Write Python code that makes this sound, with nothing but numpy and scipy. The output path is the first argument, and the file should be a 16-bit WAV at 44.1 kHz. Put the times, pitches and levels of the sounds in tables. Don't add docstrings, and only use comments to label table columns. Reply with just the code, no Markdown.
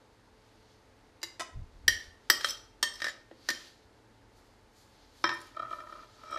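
import sys
import numpy as np
from scipy import signal
from scipy.io import wavfile
from scipy.ndimage import uniform_filter1d

SR = 44100
rng = np.random.default_rng(int(sys.argv[2]) if len(sys.argv) > 2 else 0)


def wav_out(sig):
    wavfile.write(sys.argv[1], SR, np.round(np.clip(np.atleast_2d(sig).T, -1, 1) * 32767).astype(np.int16))


def gain_from_db(level_db):
    decades = np.asarray(level_db, float) / 20
    return 10 ** decades


N = 281358


def rms_one(x):
    return x / np.sqrt(np.mean(x ** 2) + 1e-20)


def at_hz(points, hz):
    point_hz, value = np.transpose(points)
    return np.interp(np.log(hz), np.log(point_hz), value)


def butter(x, order, hz, kind="low"):
    return signal.sosfilt(signal.butter(order, hz, kind, fs=SR, output="sos"), x)


def drift(rate_hz):
    r = np.exp(-80 * np.pi * rate_hz / SR)
    slow = signal.lfilter([1], [1, -2 * r, r * r], rng.standard_normal(N // 40 + 2002))[2000:]
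    return np.interp(np.arange(N) / 40, np.arange(len(slow)), rms_one(slow))


def ring(clicks, hz, t60):
    r, w = gain_from_db(-60 / (t60 * SR)), 2 * np.pi * hz / SR
    return signal.lfilter([0, np.sin(w)], [1, -2 * r * np.cos(w), r * r], clicks + 1e-18)


def spin(hz, size):
    step = np.exp(2j * np.pi * hz / SR)
    return np.cumprod(np.repeat(step, size, axis=-1), axis=-1) / step


EDGES_HZ = 20 * 2 ** np.arange(0, 9.9, .4)


def bands(size):
    white = rng.standard_normal((2, size))
    for k, (low, high) in enumerate(zip(EDGES_HZ, EDGES_HZ[1:])):
        yield np.sqrt(low * high), butter(white[k % 2], 2, [low, high], "band")


def coloured(spectrum, patchy_db, size=N):
    shared = drift(8.0)[:size]
    total = np.zeros(size)
    for hz, x in bands(size):
        flicker_db = patchy_db * (shared + drift(15)[:size])
        total += x * gain_from_db(at_hz(spectrum, hz) + flicker_db)
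    return rms_one(total)


def swells(rows, rise_db_s, fall_db_s):
    t = np.arange(N) / SR
    level_db = [db - rise_db_s * (s - t).clip(0) - fall_db_s * (t - s - length).clip(0)
                for s, length, db in rows]
    return gain_from_db(np.max(level_db, axis=0))


# frequency in Hz, level in dB per Hz.
CRACK = [(88, -51.5), (150, -9.5), (1170, -16.5), (1800, -3), (2570, -15), (3190, -5), (5760, -11.5),
         (6350, -29), (8050, -11.5), (9430, -23.5), (12400, -5), (15100, -23.5), (16700, -32)]
BURST = coloured(CRACK, patchy_db=0, size=SR)
SPREAD_DB, SPREAD_RAD = 1.0, .4
EDGE_CUT_HZ, FLAT_CUT_HZ = 11700, 7372
GLASS_CUT_HZ, STONE_CUT_HZ, FINGER_CUT_HZ = 20000, 2782, 1600


def struck(taps, modes, cut_hz, damping, crack_s=.006, split=.012):
    pair_share, pair_beat_hz = 0.48, 17
    linger_share, linger_slowing = 0.068, 0.19
    twin_share = 0.48
    out, span = np.zeros(N + SR), np.arange(SR // 4) / SR
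    hz, level_db, t60 = np.transpose(modes)
    dying = gain_from_db(-60 * span / (damping * t60[:, None]))
    beat = spin(pair_beat_hz * np.sqrt(hz[:, None] / 1800), len(span))
    lingering = linger_share * (1 - pair_share + pair_share * beat) * dying ** linger_slowing
    rings = spin(hz[:, None], len(span)) * (dying + lingering)
    offset = split * rng.uniform(.3, 1, (3, len(hz), 1)) * [[[1]], [[-1]], [[2]]]
    near_hz = hz[:, None] * (1 + offset)
    phase = np.exp(2j * np.pi * rng.random(near_hz.shape))
    twins = (spin(near_hz, len(span)) * phase).sum(0) * dying
    soft = 1 / np.sqrt(1 + (hz / cut_hz) ** 2)
    crack_filter = signal.butter(2, min(cut_hz, 20000), fs=SR)
    crack_shape = np.exp(-span / crack_s) + 0.22 * np.exp(-span / 0.000049)
    for s, db, crack_db in taps:
        chance = rng.standard_normal((3, len(modes)))
        size = soft * gain_from_db(level_db + SPREAD_DB * chance[0]) / np.sqrt(np.sum(gain_from_db(level_db) ** 2))
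        main = (size * np.exp(1j * SPREAD_RAD * chance[1])) @ rings
        crowd = twin_share * (size * np.exp(1j * chance[2])) @ twins
        body = 0.46 * (main + crowd).imag * np.minimum(span / 0.0013, 1)
        start = rng.integers(SR // 2)
        noise = signal.lfilter(*crack_filter, BURST[start:start + len(span)])
        crack = 0.39 * gain_from_db(crack_db) * noise * crack_shape
        out[round((s + .0006) * SR):][:len(span)] += gain_from_db(db) * (body + crack)
    return out[:N]


def friction(modes, per_s, t60, spread_db):
    when = rng.random(N) < per_s / SR
    size = gain_from_db(spread_db * np.minimum(rng.exponential(1, N), 4))
    slips = when * size * rng.choice([-1, 1], N)
    t = np.arange(SR // 5) / SR
    response = sum(gain_from_db(db - 60 * t / t60) * np.sin(2 * np.pi * hz * t) for hz, db, _ in modes)
    return rms_one(signal.oaconvolve(slips, response)[:N]), rms_one(slips)


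# frequencies in Hz, then ring times (t60) in seconds.
PLATE_HZ = [335, 580, 995, 1150, 1270, 1545, 1640, 1817, 1876, 2330, 2850, 3175, 3700, 3880, 4055, 4525,
            4720, 4870, 5120, 5245, 5470, 5595, 5850, 6460, 7000, 7868, 8270, 10100, 10430, 12050]
PLATE_T60 = [.14, .1, .1, .08, .12, .09, .08, .42, .26, .1, .1, .36, .1, .12, .1, .1, .1, .1, .13, .17, .12,
             .13, .18, .07, .08, .07, .06, .1, .08, .09]


def plate(spot_db):
    return list(zip(PLATE_HZ, spot_db, PLATE_T60))


# frequency in Hz, level in dB per Hz.
HUM = [(13, -31), (22, -5), (93, 1.5), (175, -15), (230, 0.5), (387, -7), (431, -3), (668, -10.5),
       (877, -7.5), (1150, -13), (1640, -13), (3080, -23), (4270, -23.5), (12700, -36), (15000, -54.5)]
# frequency in Hz, rms level in dB.
HUM_LINES = [(43.1, -75), (112, -75), (436.0, -76), (877.5, -77)]


def room_hum():
    t = np.arange(N) / SR
    out = gain_from_db(-62) * coloured(HUM, patchy_db=.3)
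    for hz, db in HUM_LINES:
        out += np.sqrt(2) * gain_from_db(db + 3.3 * drift(1.1)) * np.sin(2 * np.pi * hz * t)
    return out


# frequency in Hz, level in dB per Hz.
CLOTH = [(710, -35), (1200, 0), (1700, -1.5), (2260, 0), (2620, -3), (3450, 2), (5100, 2), (8660, -18),
         (12900, -7), (15000, -42.5)]
# frequency in Hz, level in dB, t60 in seconds.
WEAVE = [(4440, -6, 0.0034), (7150, -15, 0.0023), (3616, -11, 0.0022)]
# start in seconds, length in seconds, level in dB.
RUSTLE = [
    (.45, 0.33, -65.5),
    (2.04, .01, -49),
    (2.47, 0.0068, -31),
    (2.98, 0.046, -44.5),
    (3.5, 0.16, -42.5),
    (4.95, 0.46, -59.5),
    (5.4, 0.069, -51),
    (5.9, 0.73, -54),
]
# start in seconds, length in seconds, level in dB.
SLEEVE = [
    (4.37, 0.011, -70),
    (4.45, 0.0096, -74),
    (4.77, 0.043, -65.5),
    (5.17, 0.26, -64.5),
    (5.72, 0.03264, -63.5),
]


def sleeves():
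    cloth = coloured(CLOTH, patchy_db=.9)
    for hz, db, t60 in WEAVE:
        fold = rms_one(ring(rng.standard_normal(N), hz, t60))
        cloth = cloth + gain_from_db(db + 2.1 * drift(2.7)) * fold
    bright = rms_one(np.diff(cloth[::-1], prepend=0))
    rubbing = gain_from_db(-63.5) + swells(RUSTLE, rise_db_s=149.5, fall_db_s=161)
    return rubbing * gain_from_db(-14) * cloth + swells(SLEEVE, rise_db_s=288, fall_db_s=78.5) * bright


# start in seconds, length in seconds, level in dB.
PUFF = [
    (1.565, 0.04, -28.5),
    (1.75, 0.02083, -41.5),
    (1.86, 0.064, -36.5),
    (2.07, 0.0145, -47.5),
]


def air_puff():
    low = butter(rng.standard_normal(N), 3, [24, 95], "band")
    return swells(PUFF, rise_db_s=490, fall_db_s=248) * gain_from_db(-9.5) * rms_one(low)


# time in seconds, level in dB.
THUDS = [
    (5.239, -51.5),
    (5.293, -60),
    (5.602, -61),
    (5.72, -83),
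    (6.03, -66),
]


def counter_thud():
    clicks = np.zeros(N)
    for s, db in THUDS:
        clicks[round(s * SR)] = gain_from_db(db)
    return ring(clicks, hz=84, t60=0.13) + ring(clicks, hz=118.57, t60=0.941)


# frequency in Hz, level in dB, t60 in seconds.
BOWL_RIM = [(332, -13, 0.14), (902.01, -8, 0.085), (1065, -2.5, 0.044), (1822, -6, 0.064),
            (2090, -4.5, 0.14), (2870, -0.5, 0.1), (3010, -11, 0.042), (3812, -7, 0.049),
            (3920.7, -5.5, 0.085), (4720, 4.5, 0.032), (4830, 0, 0.038), (4830, -7.5, 0.11),
            (5782.2, -4, 0.036), (5850, -7, 0.025), (6100, -0.5, 0.0275), (6800, -20, 0.04),
            (6900, -7, 0.03), (7450, -7, 0.02767), (9240, -17, 0.0679), (11264, -31, .05)]
# time in seconds, peak in dB, crack in dB re ring.
RIM_TAPS = [
    (1.2160, -42, -14),
    (1.2295, -21.5, -4.5),
    (1.2345, -22, -10),
]
# frequency in Hz, level in dB, t60 in seconds.
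BOWL_SIDE = [(332, -8, 0.14), (689, -3.5, 0.05), (1024.1, -4.5, 0.11), (1286, -7, 0.12), (1578, -9, 0.064),
             (1942, -2.5, 0.091), (2540, -6, 0.049), (2950, -9, 0.098), (3590, -16.5, 0.13),
             (5332.3, -11.5, 0.091), (4967, -10, 0.075), (5274, -10, 0.095), (5910, -13, 0.12),
             (6504.4, -11.5, 0.06), (7190, -11.5, 0.045), (7835.3, -15, .05), (8690, -12, 0.047),
             (10000, -15, 0.04)]
# time in seconds, peak in dB, crack in dB re ring.
SIDE_TAPS = [
    (1.395, -24, -5.5),
    (1.4, -21, -8.5),
    (1.406, -20, -8.5),
    (1.417, -26, -10),
    (1.429, -34, -17),
]


def bowl_taps():
    return (struck(RIM_TAPS, BOWL_RIM, EDGE_CUT_HZ, damping=0.76)
            + struck(SIDE_TAPS, BOWL_SIDE, FLAT_CUT_HZ, damping=0.49))


AT_FOOT = [-7, -14, -2.5, -1, 3, -2, 1.5, -3.5, -12, -5.5, -46.5, -11, -9.5, -8.5, -7.5, -16, -39, -42,
           -34.5, -4, -20, -7.5, -49, -54, -56, -19.5, -56, -67, -56, -64]
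# time in seconds, peak in dB, crack in dB re ring.
LANDING = [
    (5.2395, -5, -6),
    (5.2913, -16, 3),
]


def plate_landing():
    chatter = [(s + k * 0.011, -22, -15) for s, _, _ in LANDING for k in (1, 2, 3)]
    return struck(LANDING + chatter, plate(AT_FOOT), STONE_CUT_HZ, damping=0.45, crack_s=0.0028)


# frequency in Hz, level in dB, t60 in seconds.
RIM_RATTLE = [(8622, 1, 0.05), (7232, 0, 0.064), (5800, -2, 0.0406), (10350, 1, 0.03877)]
# time in seconds, peak in dB.
RATTLE = [
    (5.337, -46),
    (5.3464, -49),
    (5.414, -42.5),
    (5.403, -52),
    (5.4698, -54),
    (6.309, -48),
]


def rim_rattle():
    taps = [(s, db, -0.5) for s, db in RATTLE]
    return struck(taps, RIM_RATTLE, GLASS_CUT_HZ, damping=0.5415, crack_s=0.0043)


# frequency in Hz, level in dB, t60 in seconds.
PLATE_ROCKING = [(348, -14.5, 0.16), (616, -13.5, 0.22), (653.08, -13, 0.15), (1020, -15.5, 0.11),
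                 (1266, 0, 0.29), (1272, -8, 0.34), (1323, -3.5, 0.12), (1791.2, -14.5, 0.29),
                 (2350, -19, 0.28), (3186, -20, .3), (3920, -25, .3), (5310, -33, 0.35), (5620, -39, .3)]
# time in seconds, peak in dB, length in seconds.
ROCKING = [(5.559, -43, 0.021), (5.568, -25.5, 0.015), (5.596, -21.5, .015), (5.622, -27, 0.0087),
           (5.628, -24.5, 0.013), (5.643, -39.5, .02), (5.684, -44, .018), (5.7087, -26, .02),
           (5.73, -24, .013), (5.802, -35, 0.010826), (5.818, -40, 0.019), (5.869, -37, .016),
           (5.924, -34, .013), (5.956, -39, 0.013), (6.031, -39.5, 0.014), (5.972, -41.5, 0.018),
           (6.233, -37.5, 0.012), (5.998, -40.5, 0.013), (5.782, -41, 0.018), (6.326, -25.5, 0.012),
           (6.341, -26.5, .013), (6.359, -23.5, .013)]


def rocking():
    out = np.zeros(N + SR)
    hz, level_db, _ = (column[:, None] for column in np.transpose(PLATE_ROCKING))
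    for s, db, length in ROCKING:
        chance, start = rng.standard_normal((2, len(hz), 1)), rng.integers(SR // 2)
        span = np.arange(int(length * SR)) / SR
        phase = 2 * np.pi * hz * (span - length / 2) + SPREAD_RAD * chance[1]
        tones = (gain_from_db(level_db + SPREAD_DB * chance[0]) * np.sin(phase)).sum(0)
        swell = np.sin(np.pi * (span / length) ** 0.87) ** 2
        grit = signal.lfilter(*signal.butter(2, 4500, fs=SR), BURST[start:start + len(span)])
        click = gain_from_db(-21) * grit * np.exp(-span / 0.0019)
        out[round((s - .002) * SR):][:len(span)] += gain_from_db(db) * (0.3 * tones * swell + click)
    return out[:N]


# frequency in Hz, level in dB, t60 in seconds.
FOOT = [(607.9, -1, 0.2), (993.18, -8.5, 0.4), (1290, 0, 0.0021), (1810, -2, 0.07), (2344.5, -10, .08),
        (5290, -18, .1)]
# time in seconds, peak in dB, crack in dB re ring.
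FOOT_TICKS = [(5.545, -43, -25), (5.733, -36, -18.5), (5.752, -43, -20), (5.803, -34.5, -13.5),
              (5.87, -42, -12), (5.925, -40, -15), (6.031, -46, -12), (6.139, -49, -6), (6.236, -44.5, -3),
              (6.268, -48, -14.5), (6.31, -42, -15), (6.372, -28, -10)]


def foot_ticks():
    return struck(FOOT_TICKS, FOOT, FLAT_CUT_HZ, damping=0.9, crack_s=0.003)


# start in seconds, length in seconds, level in dB.
DRAG = [
    (5.64, 0.021, -45),
    (5.74, 0.094, -48),
    (5.9, 0.09, -48.5),
    (6.32, 0.0771, -42.5),
]


def plate_drag():
    rings, _ = friction(PLATE_ROCKING, per_s=550, t60=0.081, spread_db=2.5)
    late = np.clip((np.arange(N) / SR - 6.2) / 0.18, 0, 1)
    upper_modes = [(3252, 4.5, 0), (3870, 4.5, 0), (5270, 2.5, 0),
                   (5610, 2.0, 0), (2335, 5.0, 0), (7960, -12, 0)]
    upper, _ = friction(upper_modes, per_s=450, t60=0.0681, spread_db=0.0)
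    return swells(DRAG, rise_db_s=142, fall_db_s=166.5) * gain_from_db(-2.0) * (rings + 0.64 * late * upper)


# frequency in Hz, level in dB, t60 in seconds.
PLATE_NUDGED = [(249, 1, 0.07), (329, 1.5, 0.21), (535.2, 21.5, 0.018), (697, -9, 0.11),
                (1799.8, 1, 0.1857)]
# time in seconds, peak in dB, crack in dB re ring.
NUDGE = [
    (3.312, -23, -14),
]


def finger_nudge():
    return struck(NUDGE, PLATE_NUDGED, FINGER_CUT_HZ, damping=0.58)


# frequency in Hz, level in dB, t60 in seconds.
FREE_RIM = [(3130, -3, 0.3176), (5217, -4, 0.1506), (5700, -5, .1)]
# time in seconds, peak in dB, crack in dB re ring.
SLIP_OFF = [
    (3.53, -40, -25),
    (3.547, -38.5, -25),
]


def blade_slip_off():
    return struck(SLIP_OFF, FREE_RIM, EDGE_CUT_HZ, damping=0.9146)


# frequency in Hz, level in dB, t60 in seconds.
KNOCK = [(1227.2, -8, 0.03), (1563.5, -8, 0.04), (1708, -2, 0.06), (1793, 0, 0.0654), (1953, -2, 0.064),
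         (2030, -8, 0.01)]
# time in seconds, peak in dB, crack in dB re ring.
KNOCK_TAPS = [(1.8785, -15, -12), (2.2995, -9, -2.5), (2.444, -19.5, -15.5), (3.019, -28, -15),
              (3.042, -26, -20), (3.052, -26, -15), (3.061, -28.5, -15), (3.067, -20, -15),
              (3.081, -23.5, -12.5), (3.091, -28, -12), (3.499, -22, -8), (5.2396, -10, -34.5)]


def grip_knock():
    return struck(KNOCK_TAPS, KNOCK, EDGE_CUT_HZ, damping=0.69, crack_s=0.002)


# frequency in Hz, level in dB, t60 in seconds.
BLADE = [(14620, 2.5, .045), (14300, -8, .03), (12833, -9, .04)]
# time in seconds, peak in dB.
BLADE_TAPS = [
    (1.879, -32),
    (2.299, -23),
    (2.305, -32),
    (2.827, -42),
]


def blade_ring():
    taps = [(s, db, -30) for s, db in BLADE_TAPS]
    return struck(taps, BLADE, GLASS_CUT_HZ, damping=0.9)


# time in seconds, peak in dB.
SQUEAK = [
    (3.086, -55),
    (3.092, -39),
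    (3.1, -44.5),
]


def blade_squeak():
    taps = [(s, db, -30) for s, db in SQUEAK]
    return struck(taps, [(7040, 0, 0.083)], EDGE_CUT_HZ, damping=0.85, split=.001)


AT_BURR = [-24.5, -42, -33, -37, -25.5, -20, -24.5, -19, -26.5, -36, -28, -2, -19, -13, -1.5, -24, -26,
           -10.5, -5.5, 9, -22, 1, 2.5, -36, -9, 0, -7, -15, -3.5, -3]
# time in seconds, peak in dB.
CHIRPS = [
    (2.486, -27.5),
    (2.494, -26),
    (2.504, -23),
    (2.5062, -32.5),
    (2.8437, -33),
    (2.937, -38),
    (2.954, -39),
]


def blade_chirps():
    taps = [(s, db, -8.5) for s, db in CHIRPS]
    return struck(taps, plate(AT_BURR), EDGE_CUT_HZ, damping=0.46, crack_s=0.0033)


AT_PATTERN = [-13.5, -6, -14.5, -17, -0.5, -4, 1.5, -5.5, -37, -8, -11, -16, -20, -3, -26, -4.5, -9, -7, -6,
              -8, -17, -10, -8.5, -38, -25, -14.5, -31, -31, -27.5, -31]
# time in seconds, peak in dB, crack in dB re ring.
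SCRAPE_TAPS = [
    (3.001, -27, -10),
    (3.018, -15, -15),
    (3.042, -14, -10.5),
    (3.058, -29, -4.5),
    (3.066, -17.5, -15),
    (3.082, -22, -9.5),
    (3.093, -29.5, -6),
]
# start in seconds, length in seconds, level in dB.
SLIDES = [
    (2.447, 0.041, -33),
    (3.02, 0.003326, -40),
    (3.043, 0.0399, -44.5),
]


def blade_scrape():
    ridges = struck(SCRAPE_TAPS, plate(AT_PATTERN), FLAT_CUT_HZ, damping=0.21, crack_s=0.0076)
    rings, slips = friction(plate(AT_PATTERN), per_s=500, t60=0.024, spread_db=1.5)
    grit = butter(slips, 2, [2000, 9000], "band")
    gain = swells(SLIDES, rise_db_s=2500, fall_db_s=700) * gain_from_db(-19.5)
    return ridges + gain * (rings + 2.8 * grit)


AT_TOP = [-20.5, -23.5, -22.5, -28, -28.5, -31, -33.5, -8, 2, -33.5, -16.5, -14, -19.5, -15, -11, -15.5,
          -6.5, -18.5, -11, -15.5, -12, -6, -8.5, -25.5, -23, -27, -27, -14.5, -24, -14]
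AT_EDGE = [-15, -13, -15.5, -9, -17.5, -18, -12, -13, -1, -17, -20, -11, -11, -15, -5, -4, 2, 5.5, -18.5,
           -1, -3.5, -5, -3.5, -26, -22, -3, -21.5, -21.5, -21.5, -4]
AT_FACE = [-23, -9, -28, -26, -1, -0.5, 3, -11, -39, -8, -29, -3.5, -22.5, -8, 4, -17, -17, -16, -6.5, -4.5,
           -10, -16, -8, -23, -38, -23, -14, -38, -38, -33]
AT_MIDDLE = [-17, -17, -14.5, -13.5, -30, -25, -32, -6.5, -25.5, -25.5, -15, -10.5, -11.5, -16, -27, -7.5,
             -20, -30.5, -14.5, -24.5, -6.5, -18, -11.5, -8.5, -17, -31.5, -8, -28, -24, -36]
AT_LOW = [-19, -13.5, -20, -20, -15, -6.5, -35, -3.5, -40, -28, -34, -27, -32, -26, -9, -11, -29, -1, -12,
          -16, -23, -6, -12, -35, -7.5, -28, -13, -21, -19, -15]
# time in seconds, peak in dB, crack in dB re ring.
TOP_TAPS = [
    (1.879, -1.5, -10.5),
    (1.883, -11.5, -11.5),
    (1.901, -37, -6.5),
    (2.0, -35, -24),
]
EDGE_TAPS = [
    (2.299, -0.5, -9),
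    (2.311, -16, -29.5),
]
FACE_TAPS = [
    (2.408, -20, -9),
    (2.444, -7, -14),
    (2.469, -50, -13),
]
MIDDLE_TAPS = [
    (2.827, -11, -6.5),
    (2.8343, -21, -3),
]
LOW_TAPS = [
    (3.487, -9, -11),
    (3.502, -17.5, -1),
]


def plate_taps():
    return (struck(TOP_TAPS, plate(AT_TOP), EDGE_CUT_HZ, damping=0.26)
            + struck(EDGE_TAPS, plate(AT_EDGE), EDGE_CUT_HZ, damping=0.36)
            + struck(FACE_TAPS, plate(AT_FACE), FLAT_CUT_HZ, damping=0.21)
            + struck(MIDDLE_TAPS, plate(AT_MIDDLE), EDGE_CUT_HZ, damping=0.41)
            + struck(LOW_TAPS, plate(AT_LOW), FLAT_CUT_HZ, damping=0.26))


# frequency in Hz, t60 in seconds.
ROOM_T60 = [(200, 0.7), (1000, 0.46), (4000, 0.38), (8000, 0.34), (13000, 0.23)]


def kitchen(x):
    t = np.arange(SR) / SR
    tail = sum(noise * gain_from_db(-60 * t / at_hz(ROOM_T60, hz)) for hz, noise in bands(SR))
    tail = tail * np.clip((t - .003) / 0.0018, 0, 1)
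    return signal.fftconvolve(x, tail / np.sqrt(np.sum(tail ** 2)))[:N]


def microphone(x):
    x = butter(x, 2, 150, "high")
    x = signal.lfilter(*signal.iirnotch(183.2, 2.5, fs=SR), x)
    return butter(x, 5, 6467) + gain_from_db(2) * butter(x, 5, 6467, "high")


def scene():
    glass = bowl_taps() + plate_taps() + blade_scrape() + blade_chirps() + finger_nudge()
    glass = glass + plate_landing() + rim_rattle()
    contacts = glass + rocking() + plate_drag()
    close = grip_knock() + blade_slip_off() + foot_ticks()
    mid = microphone(contacts + gain_from_db(-10) * kitchen(contacts) + close)
    mid = mid + room_hum() + sleeves() + air_puff() + counter_thud() + blade_squeak() + blade_ring()
    side = gain_from_db(-34) * np.diff(mid, prepend=0)
    side += gain_from_db(-90) * rms_one(ring(rng.standard_normal(N), hz=150, t60=.06))
    return np.array([mid + side, mid - side])


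def band_limit(x):
    return signal.sosfilt(signal.butter(12, 16850, fs=SR, output="sos"), x)


TOP_HZ = [13650, 14450, 15250]
TOP_GATE_DB = [-67, -60, -55.5]


def record(dry):
    x = signal.sosfilt(signal.cheby2(14, 60, 17200, fs=SR, output="sos"), dry)
    for hz, gate_db in zip(TOP_HZ, TOP_GATE_DB):
        lowpass = signal.ellip(8, .1, 45, hz, fs=SR, output="sos")
        top = x - signal.sosfiltfilt(lowpass, x)
        level_db = 10 * np.log10(uniform_filter1d(top ** 2, size=900).clip(1e-14))
        x = x - top * (1 - np.clip((level_db - gate_db) / 3.0, 0, 1))
    return band_limit(x)


dry = scene()
out = record(dry)
wav_out(out)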